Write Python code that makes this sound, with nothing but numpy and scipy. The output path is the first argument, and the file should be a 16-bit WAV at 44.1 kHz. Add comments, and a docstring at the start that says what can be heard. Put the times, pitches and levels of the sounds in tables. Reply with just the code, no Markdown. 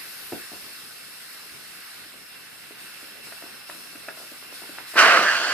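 """Dog on a deflating air mattress

In a quiet bedroom, near a phone, a turbulent jet hisses steadily from the open valve of a mattress.
A dog lying on it noses at the bedding, and each impact excites the taut skin into a soft knock.
At the end it yanks the blanket up: friction makes a loud rush that eases as the cloth slackens,
coloured by a narrow ringing band and a brief stick-slip squeak."""
import sys
import numpy as np
from scipy import signal
from scipy.fft import rfft, irfft, next_fast_len
from scipy.io import wavfile
from scipy.ndimage import uniform_filter1d, map_coordinates

SR = 44100
rng = np.random.default_rng(int(sys.argv[2]) if len(sys.argv) > 2 else 0)


def log_audio(samples):
    """Write samples as a 16-bit WAV file to the path given in sys.argv[1]."""
    # one column per channel
    frames = np.atleast_2d(samples).T
    # limit to full scale, then quantise
    limited = np.clip(frames, -1, 1)
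    pcm = np.round(limited * 32767).astype(np.int16)
    wavfile.write(sys.argv[1], SR, pcm)


N = 243873
TIME_S = np.arange(N) / SR


def amp(db):
    """Decibels as an amplitude ratio."""
    return 10 ** (np.asarray(db) / 20)


def unit(x):
    """Normalisation to an rms of 1."""
    return x / np.sqrt(np.mean(x ** 2) + 1e-20)


def along(points, hz):
    """Interpolation of (frequency_hz, value) points on a log frequency axis."""
    knots_hz, values = np.transpose(points)
    return np.interp(np.log(hz + 1), np.log(knots_hz + 1), values)


def curves(rows):
    """Linear envelopes, one for each column after the time."""
    times_s, *columns = np.transpose(rows)
    return [np.interp(TIME_S, times_s, column) for column in columns]


def wobble(rate):
    """Smooth random modulation with rate knots a second."""
    return map_coordinates(rng.standard_normal(int(N * rate / SR) + 4), [TIME_S * rate])


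def filtered(x, response):
    """Linear filtering: the spectrum of x times a complex frequency response."""
    size = next_fast_len(x.shape[-1] + 8192)
    return irfft(rfft(x, size) * response(np.fft.rfftfreq(size, 1 / SR)), size)[..., :x.shape[-1]]


def resonances(modes):
    """Modal superposition of (pitch_hz, width_hz, gain_db) resonators, alternating in sign."""
    return lambda hz: sum((-1) ** k * amp(db) * 1j * hz * width / (pitch**2 - hz**2 + 1j * hz * width)
                          for k, (pitch, width, db) in enumerate(modes))


def patchy(depth_db):
    """Comodulation: three white noises share patches of random gain in time and frequency."""
    spectra = signal.stft(rng.standard_normal((3, N)), nperseg=512)[2]
    patches = uniform_filter1d(uniform_filter1d(rng.standard_normal(spectra.shape[1:]), 6, 0), 10, 1)
    return signal.istft(spectra * amp(depth_db * unit(patches)), nperseg=512)[1][:, :N]


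def at_microphones(noises, coherence, balance, lead):
    """Partial coherence: two microphones share one noise, shifted in phase, and each adds its own."""
    side = np.array([[.5], [-.5]])
    share = lambda hz: np.clip(along(coherence, hz), 0, 1)
    gain = lambda hz: amp(side * along(balance, hz))
    shift = lambda hz: np.exp(1j * side * along(lead, hz))
    common = filtered(noises[:1], lambda hz: np.sqrt(share(hz)) * gain(hz) * shift(hz))
    return common + filtered(noises[1:], lambda hz: np.sqrt(1 - share(hz)) * gain(hz))


def coloured(pair, response):
    """Spectral shaping of a stereo pair, with its mid signal brought to an rms of 1."""
    pair = filtered(pair, response)
    return pair / np.std(pair.mean(0))


# Stereo field of the murmur and of the valve's hiss
AIR_COHERENCE = [(60, 0.5), (600, 0.2), (1340, 0.86), (2900, 0.19), (6000, 0.19), (14000, 0.89)]  # frequency_hz, shared_power_fraction
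AIR_BALANCE = [(60, 0.5), (110, 0.5), (200, 0.5), (370, 0), (670, 1), (1230, -1), (2250, -5.5),
               (4120, -0.5), (7550, -0.5), (13800, 5.5)]  # frequency_hz, left_over_right_db
AIR_PHASE = [(60, 1), (2600, -0.7), (3400, 2.5), (5200, 0.6), (6400, 6.5), (9000, 10.5), (10500, 4.5),
             (14000, 4.5)]  # frequency_hz, left_lead_rad
# Spectrum of the murmur: frequency_hz, relative_db
MURMUR_SPECTRUM = [(15, -51), (25, -24), (102, -3), (269, 2), (531, -1.5), (729, -3.5), (854, -13),
                   (1100, -4), (1430, -12), (2420, -120)]
# Envelope of the murmur: time_s, level_db
MURMUR_LEVELS = [(0, -57.5), (2.6, -59.5), (3.5, -56.5), (4.75, -58)]


def bedroom():
    """Ambient noise: the low, fluctuating murmur of the house and of shifting bedding."""
    noise = at_microphones(patchy(depth_db=1.5), AIR_COHERENCE, AIR_BALANCE, AIR_PHASE)
    envelope = amp(curves(MURMUR_LEVELS)[0] + 1.35 * wobble(12))
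    return envelope * coloured(noise, lambda hz: amp(along(MURMUR_SPECTRUM, hz)))


# Slow course of the escaping air: time_s, jet_db, fizz_db, whistle_gain_db
OUTFLOW = [(0, -46, -44.5, -7), (.5, -47.5, -44, 1), (.9, -49, -45.5, -1), (1.5, -49, -46, -3),
           (1.9, -47, -46.5, -6), (2.15, -49.5, -49, -6), (2.75, -49, -49.5, -3.5),
           (3.6, -49.5, -50.5, 2.5), (4.1, -49.5, -49, -0.5), (4.9, -47.5, -48.5, -2)]
# Spectra of the jet and of the finer fizz above it: frequency_hz, relative_db
JET_SPECTRUM = [(410, -24), (700, -13.5), (747, -9.5), (1010, -9.5), (1510, 0.5), (1780, -1.5),
                (2250, -1.5), (2430, -3), (2630, -2), (3300, -6.5), (4290, -11), (7260, -120)]
FIZZ_SPECTRUM = [(1820, -61), (3100, -15), (3850, -2.5), (4660, 3.5), (5230, 1.5), (5650, 0), (6630, -7.5),
                 (7290, -2.5), (7730, -2.5), (8340, 3), (9000, 1), (9720, -0.5), (11700, 0), (13300, -1.5),
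                 (14300, -3.5)]
# Faint whistles of the valve: pitch_hz, width_hz, base_level_db
VALVE_MODES = [(2690, 290, -60), (5230, 550, -62.5)]
# The dog's weight presses more air out: start_s, fizz_gain_db
DOG_PRESSES = [(2.77, 4.5), (3.22, 6), (3.66, 4), (4.15, 3), (4.51, 4), (4.86, 5)]


def valve():
    """Turbulent jet noise swells with each press; narrow resonances of the valve whistle in it."""
    jet_db, fizz_db, whistle_db = curves(OUTFLOW)
    rise_s, fade_s, jet_share = 0.034, 0.34, 0.37
    lull_db, lull_s = -1.5, 0.077  # the hiss dips just before each swell
    press_db = np.zeros(N)
    for start_s, gain_db in DOG_PRESSES:
        age_s = np.maximum(TIME_S - start_s, 0)
        press_db += gain_db * np.minimum(age_s / rise_s, 1) * np.exp(-age_s / fade_s)
        press_db += np.interp(TIME_S - start_s, (-lull_s, 0, rise_s), (0, lull_db, 0))
    air = at_microphones(patchy(depth_db=1.23), AIR_COHERENCE, AIR_BALANCE, AIR_PHASE)
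    surge_db = .35 * wobble(6)
    jet = coloured(air, lambda hz: amp(along(JET_SPECTRUM, hz)))
    jet *= amp(jet_db + jet_share * press_db + surge_db + 0.42 * wobble(5.34))
    fizz = coloured(air, lambda hz: amp(along(FIZZ_SPECTRUM, hz)))
    fizz *= amp(fizz_db + press_db + surge_db)
    high_hiss = coloured(air, resonances([(12500, 2800, 0)]))
    high_hiss *= amp(-56) * np.interp(TIME_S, (0.41, 0.44), (1, 0))  # heard only at first
    whistles = 0
    for pitch_hz, width_hz, level_db in VALVE_MODES:
        mode = resonances([(pitch_hz, width_hz, 0)])
        whistles += amp(level_db + 1.4 * wobble(11)) * coloured(air, lambda hz: mode(hz) ** 2)
    return jet + fizz + high_hiss + amp(whistle_db) * whistles


# Reverberation time of the bedroom: frequency_hz, t60_s
ROOM_DECAY = [(200, 0.31), (2000, 0.092), (10000, 0.13)]


def reverberation(x):
    """Diffuse reflections from the walls decay exponentially, each frequency at its own rate."""
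    hz, t, spectra = signal.stft(rng.standard_normal((2, SR // 2)), SR, nperseg=256)
    tail = signal.istft(spectra * amp(-60 * t / along(ROOM_DECAY, hz)[:, None]), SR, nperseg=256)[1]
    delayed = np.pad(x, (300, 0))[None]
    return signal.fftconvolve(delayed, tail / np.linalg.norm(tail[0]), axes=1)[:, :N]


# The dog's touches on the mattress: start_s, thud_peak_db, snappiness_db, pitch_hz
TOUCHES = [(0.32, -22.5, -8, 360), (0.328, -23.5, -18, 310), (0.515, -35, -21, 313), (0.532, -34, -17, 439),
           (0.684, -41.5, -5, 650), (1.459, -48.5, -3, 209), (2.058, -50.5, 0, 151),
           (2.138, -42.5, -7, 270), (2.706, -36.5, -13, 332), (3.025, -40.5, -5, 287), (3.268, -40, 6, 453),
           (3.32, -32.5, 4.5, 630), (3.421, -31.5, -1, 611), (3.437, -35, -9, 390), (3.46, -40, -4, 520),
           (3.695, -32, 8, 533), (3.953, -38, 6, 290), (4.082, -24.5, 3, 630), (4.173, -37.5, -4, 600),
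           (4.198, -36.5, -8, 606), (4.214, -40, -6, 690), (4.316, -37.5, -8, 257), (4.423, -41.5, 5, 576),
           (4.522, -36.5, -6, 473), (4.618, -36.5, -5, 355), (4.637, -38, 2, 439), (4.69, -34.5, 1, 303),
           (4.781, -28.5, 8.5, 710), (4.938, -29, 1, 616), (4.956, -20, 4, 487)]
# Modes of the taut skin that ring in a snap: pitch_hz, width_hz, relative_db
SKIN_MODES = [(1390, 370, 11), (1830, 250, 15.5), (2616, 146, 17)]


def knocks():
    """Impact excitation: a light landing, a push and a settling drive a thud, a low sag and a snap."""
    track, t = np.zeros(N + SR), np.arange(SR // 4) / SR
    push_s, settle_t60_s, crackle_t60_s = 0.003535, 0.15, 0.045
    landing = amp(4) * np.exp(-((t - .0005) / 0.00012) ** 2)
    push = amp(10.5) * np.exp(-((t - push_s) / 0.000094) ** 2)
    for start_s, peak_db, snappiness_db, pitch_hz in TOUCHES:
        settle = rng.standard_normal(len(t)) * amp(-60 * t / settle_t60_s)
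        crackle = 3 * rng.standard_normal(len(t)) * (t > push_s) * amp(-60 * t / crackle_t60_s)
        body = resonances([(175, 150, -10 - 0.33 * snappiness_db),  # snappy knocks sag the mattress less
                           (pitch_hz, 0.44 * pitch_hz, -.4),
                           (2.27 * pitch_hz, 0.53 * pitch_hz, -7)])
        thud = filtered(landing + push + settle, lambda hz: body(hz) * (1j * hz / (80 + 1j * hz)) ** 2)
        snap = filtered(push + crackle, lambda hz: resonances(SKIN_MODES)(hz) / (1 + 1j * hz / 3500)**2)
        knock = thud / np.abs(thud).max() + amp(snappiness_db - 2.5) * snap / np.abs(snap).max()
        track[round(start_s * SR):][:len(t)] += amp(peak_db) * knock
    return track[:N]


def squeak():
    """Stick-slip friction: uneven, slowing slips of the cloth make one resonance of the skin throb."""
    peak_s, hold_s, peak_db, pitch_hz = 5.275, .022, -19, 1747
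    rise_db_per_s, fall_db_per_s = 500, 800
    t = TIME_S - peak_s
    level_db = peak_db + rise_db_per_s * np.minimum(t, 0) - fall_db_per_s * np.maximum(t - hold_s, 0)
    slips_per_s = np.clip(160 - 1300 * t, 100, 200) * amp(1.5 * wobble(90))
    throb = (.5 + .5 * np.cos(2 * np.pi * np.cumsum(slips_per_s) / SR)) ** 1.3
    ring = np.sin(2 * np.pi * np.cumsum(pitch_hz + 55 * wobble(250)) / SR)
    return amp(level_db) * unit(throb * ring) * amp([[-1.4], [1.4]])  # slightly to the right


# A narrow ringing band in the blanket's rush: time_s, pitch_hz, level_db
RING_TRACK = [(4.96, 1558, -43), (4.985, 1450, -16), (5.05, 1500, -27), (5.13, 1482, -24),
              (5.165, 1220, -17), (5.2, 1200, -50), (5.3, 1500, -40), (5.38, 1498, -31), (5.53, 1485, -39)]


def rush_ring():
    """Narrow-band noise is heard as a pitch: a ring near 1500 Hz that briefly dips to 1200 Hz."""
    pitch_hz, level_db = curves(RING_TRACK)
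    phase = 2 * np.pi * np.cumsum(pitch_hz) / SR
    ring = wobble(260) * np.cos(phase) + wobble(260) * np.sin(phase)
    sounding = TIME_S > RING_TRACK[0][0]
    return sounding * amp(level_db) * unit(ring) * amp([[-1.2], [1.2]])


# Stereo field of the rubbing cloth
CLOTH_COHERENCE = [(60, .6), (280, .9), (1340, .88), (2900, .65), (6000, .45), (14000, .35)]  # frequency_hz, shared_power_fraction
CLOTH_BALANCE = [(60, 1.5), (110, -0.5), (200, 0.5), (370, -0.5), (670, 1), (1230, -1.5), (2250, -6),
                 (4120, 0), (7550, -1), (13800, 13)]  # frequency_hz, left_over_right_db
CLOTH_PHASE = [(60, -0.5), (1640, 0.62), (2500, 1), (4000, 2), (6400, 3), (14000, 8)]  # frequency_hz, left_lead_rad
# Spectra of the cloth when yanked and when sliding: frequency_hz, relative_db
YANK_SPECTRUM = [(47, -73), (80, -43), (208, -21), (434, -14.5), (685, -5.5), (814, -14), (1260, -2.5),
                 (1530, -0.5), (2410, -11.5), (2930, -10.5), (3410, -22.5), (4420, -18.5), (6390, -28),
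                 (8290, -31), (14300, -43.5)]
SLIDE_SPECTRUM = [(47, -65), (80, -44), (113, -28), (150, -32.5), (288, -22), (463, -19.5), (670, -12),
                  (888, -15), (1530, -2.5), (2310, -16.5), (2870, -10), (3800, -23), (4520, -13),
                  (5490, -23), (14300, -27.5)]
# Envelope of the blanket's midrange scrape: time_s, level_db
SCRAPE_LEVELS = [(4.93, -60), (4.954, -40), (4.976, -15.5), (5.004, -12), (5.026, -14.5), (5.138, -15),
                 (5.216, -23.5), (5.28, -22.5), (5.422, -28), (5.53, -26.5)]


def blanket():
    """Friction noise: fibres catch and slip in clumps, loud at the jerk, softer as the cloth slackens."""
    jerk_s, grip_db_per_s, slackening_s = 4.99, 697, (5.2, 5.3)
    start = round(SCRAPE_LEVELS[0][0] * SR)
    t = TIME_S[start:] - jerk_s
    slack = np.interp(TIME_S[start:], slackening_s, (0, 1))
    cloth = at_microphones(patchy(depth_db=.9)[:, start:], CLOTH_COHERENCE, CLOTH_BALANCE, CLOTH_PHASE)

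    def envelope(yank_db, jerk_db, fade_s, slide_db):
        """A steep attack as the cloth pulls tight, then a decay to the sliding level."""
        transient_db = grip_db_per_s * np.minimum(t, 0) + jerk_db * np.exp(-np.maximum(t, 0) / fade_s)
        return amp(transient_db + (1 - slack) * yank_db + slack * slide_db)

    def band(low_hz, high_hz):
        """Band-limited noise that crossfades from the yank's spectrum to the slide's."""
        passband = lambda hz: 1 / (1 + (hz / high_hz) ** 6) - 1 / (1 + (hz / low_hz) ** 6)
        yank = coloured(cloth, lambda hz: amp(along(YANK_SPECTRUM, hz)) * passband(hz))
        slide = coloured(cloth, lambda hz: amp(along(SLIDE_SPECTRUM, hz)) * passband(hz))
        return (1 - slack) * yank + slack * slide

    clumps = unit(amp(1.6 * wobble(260)[start:]))
    lows = envelope(yank_db=-29, jerk_db=5, fade_s=.5, slide_db=-39) * band(20, 900)
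    scrape = amp(curves(SCRAPE_LEVELS)[0][start:]) * clumps * band(900, 3300)
    highs = envelope(yank_db=-33.5, jerk_db=11, fade_s=.1, slide_db=-34.5) * band(3300, 7500)
    sheen = envelope(yank_db=-46, jerk_db=10, fade_s=.06, slide_db=-57) * band(7500, 20000)
    return np.pad(lows + scrape + np.sqrt(clumps) * (highs + sheen), ((0, 0), (start, 0)))


def scene():
    """Superposition of all sources; only the knocks reverberate."""
    impacts = knocks()
    direct = valve() + bedroom() + blanket() + rush_ring() + squeak() + impacts
    return direct + amp(-6) * reverberation(impacts)


def record(dry):
    """Soft saturation and band limiting: the phone flattens the highest peaks and cuts the top treble."""
    ceiling, band_limit_hz = 1.1, 14450
    saturated = dry / (1 + np.abs(dry / ceiling) ** 12) ** (1 / 12)
    return filtered(saturated, lambda hz: hz < band_limit_hz)


dry = scene()
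out = record(dry)
log_audio(out)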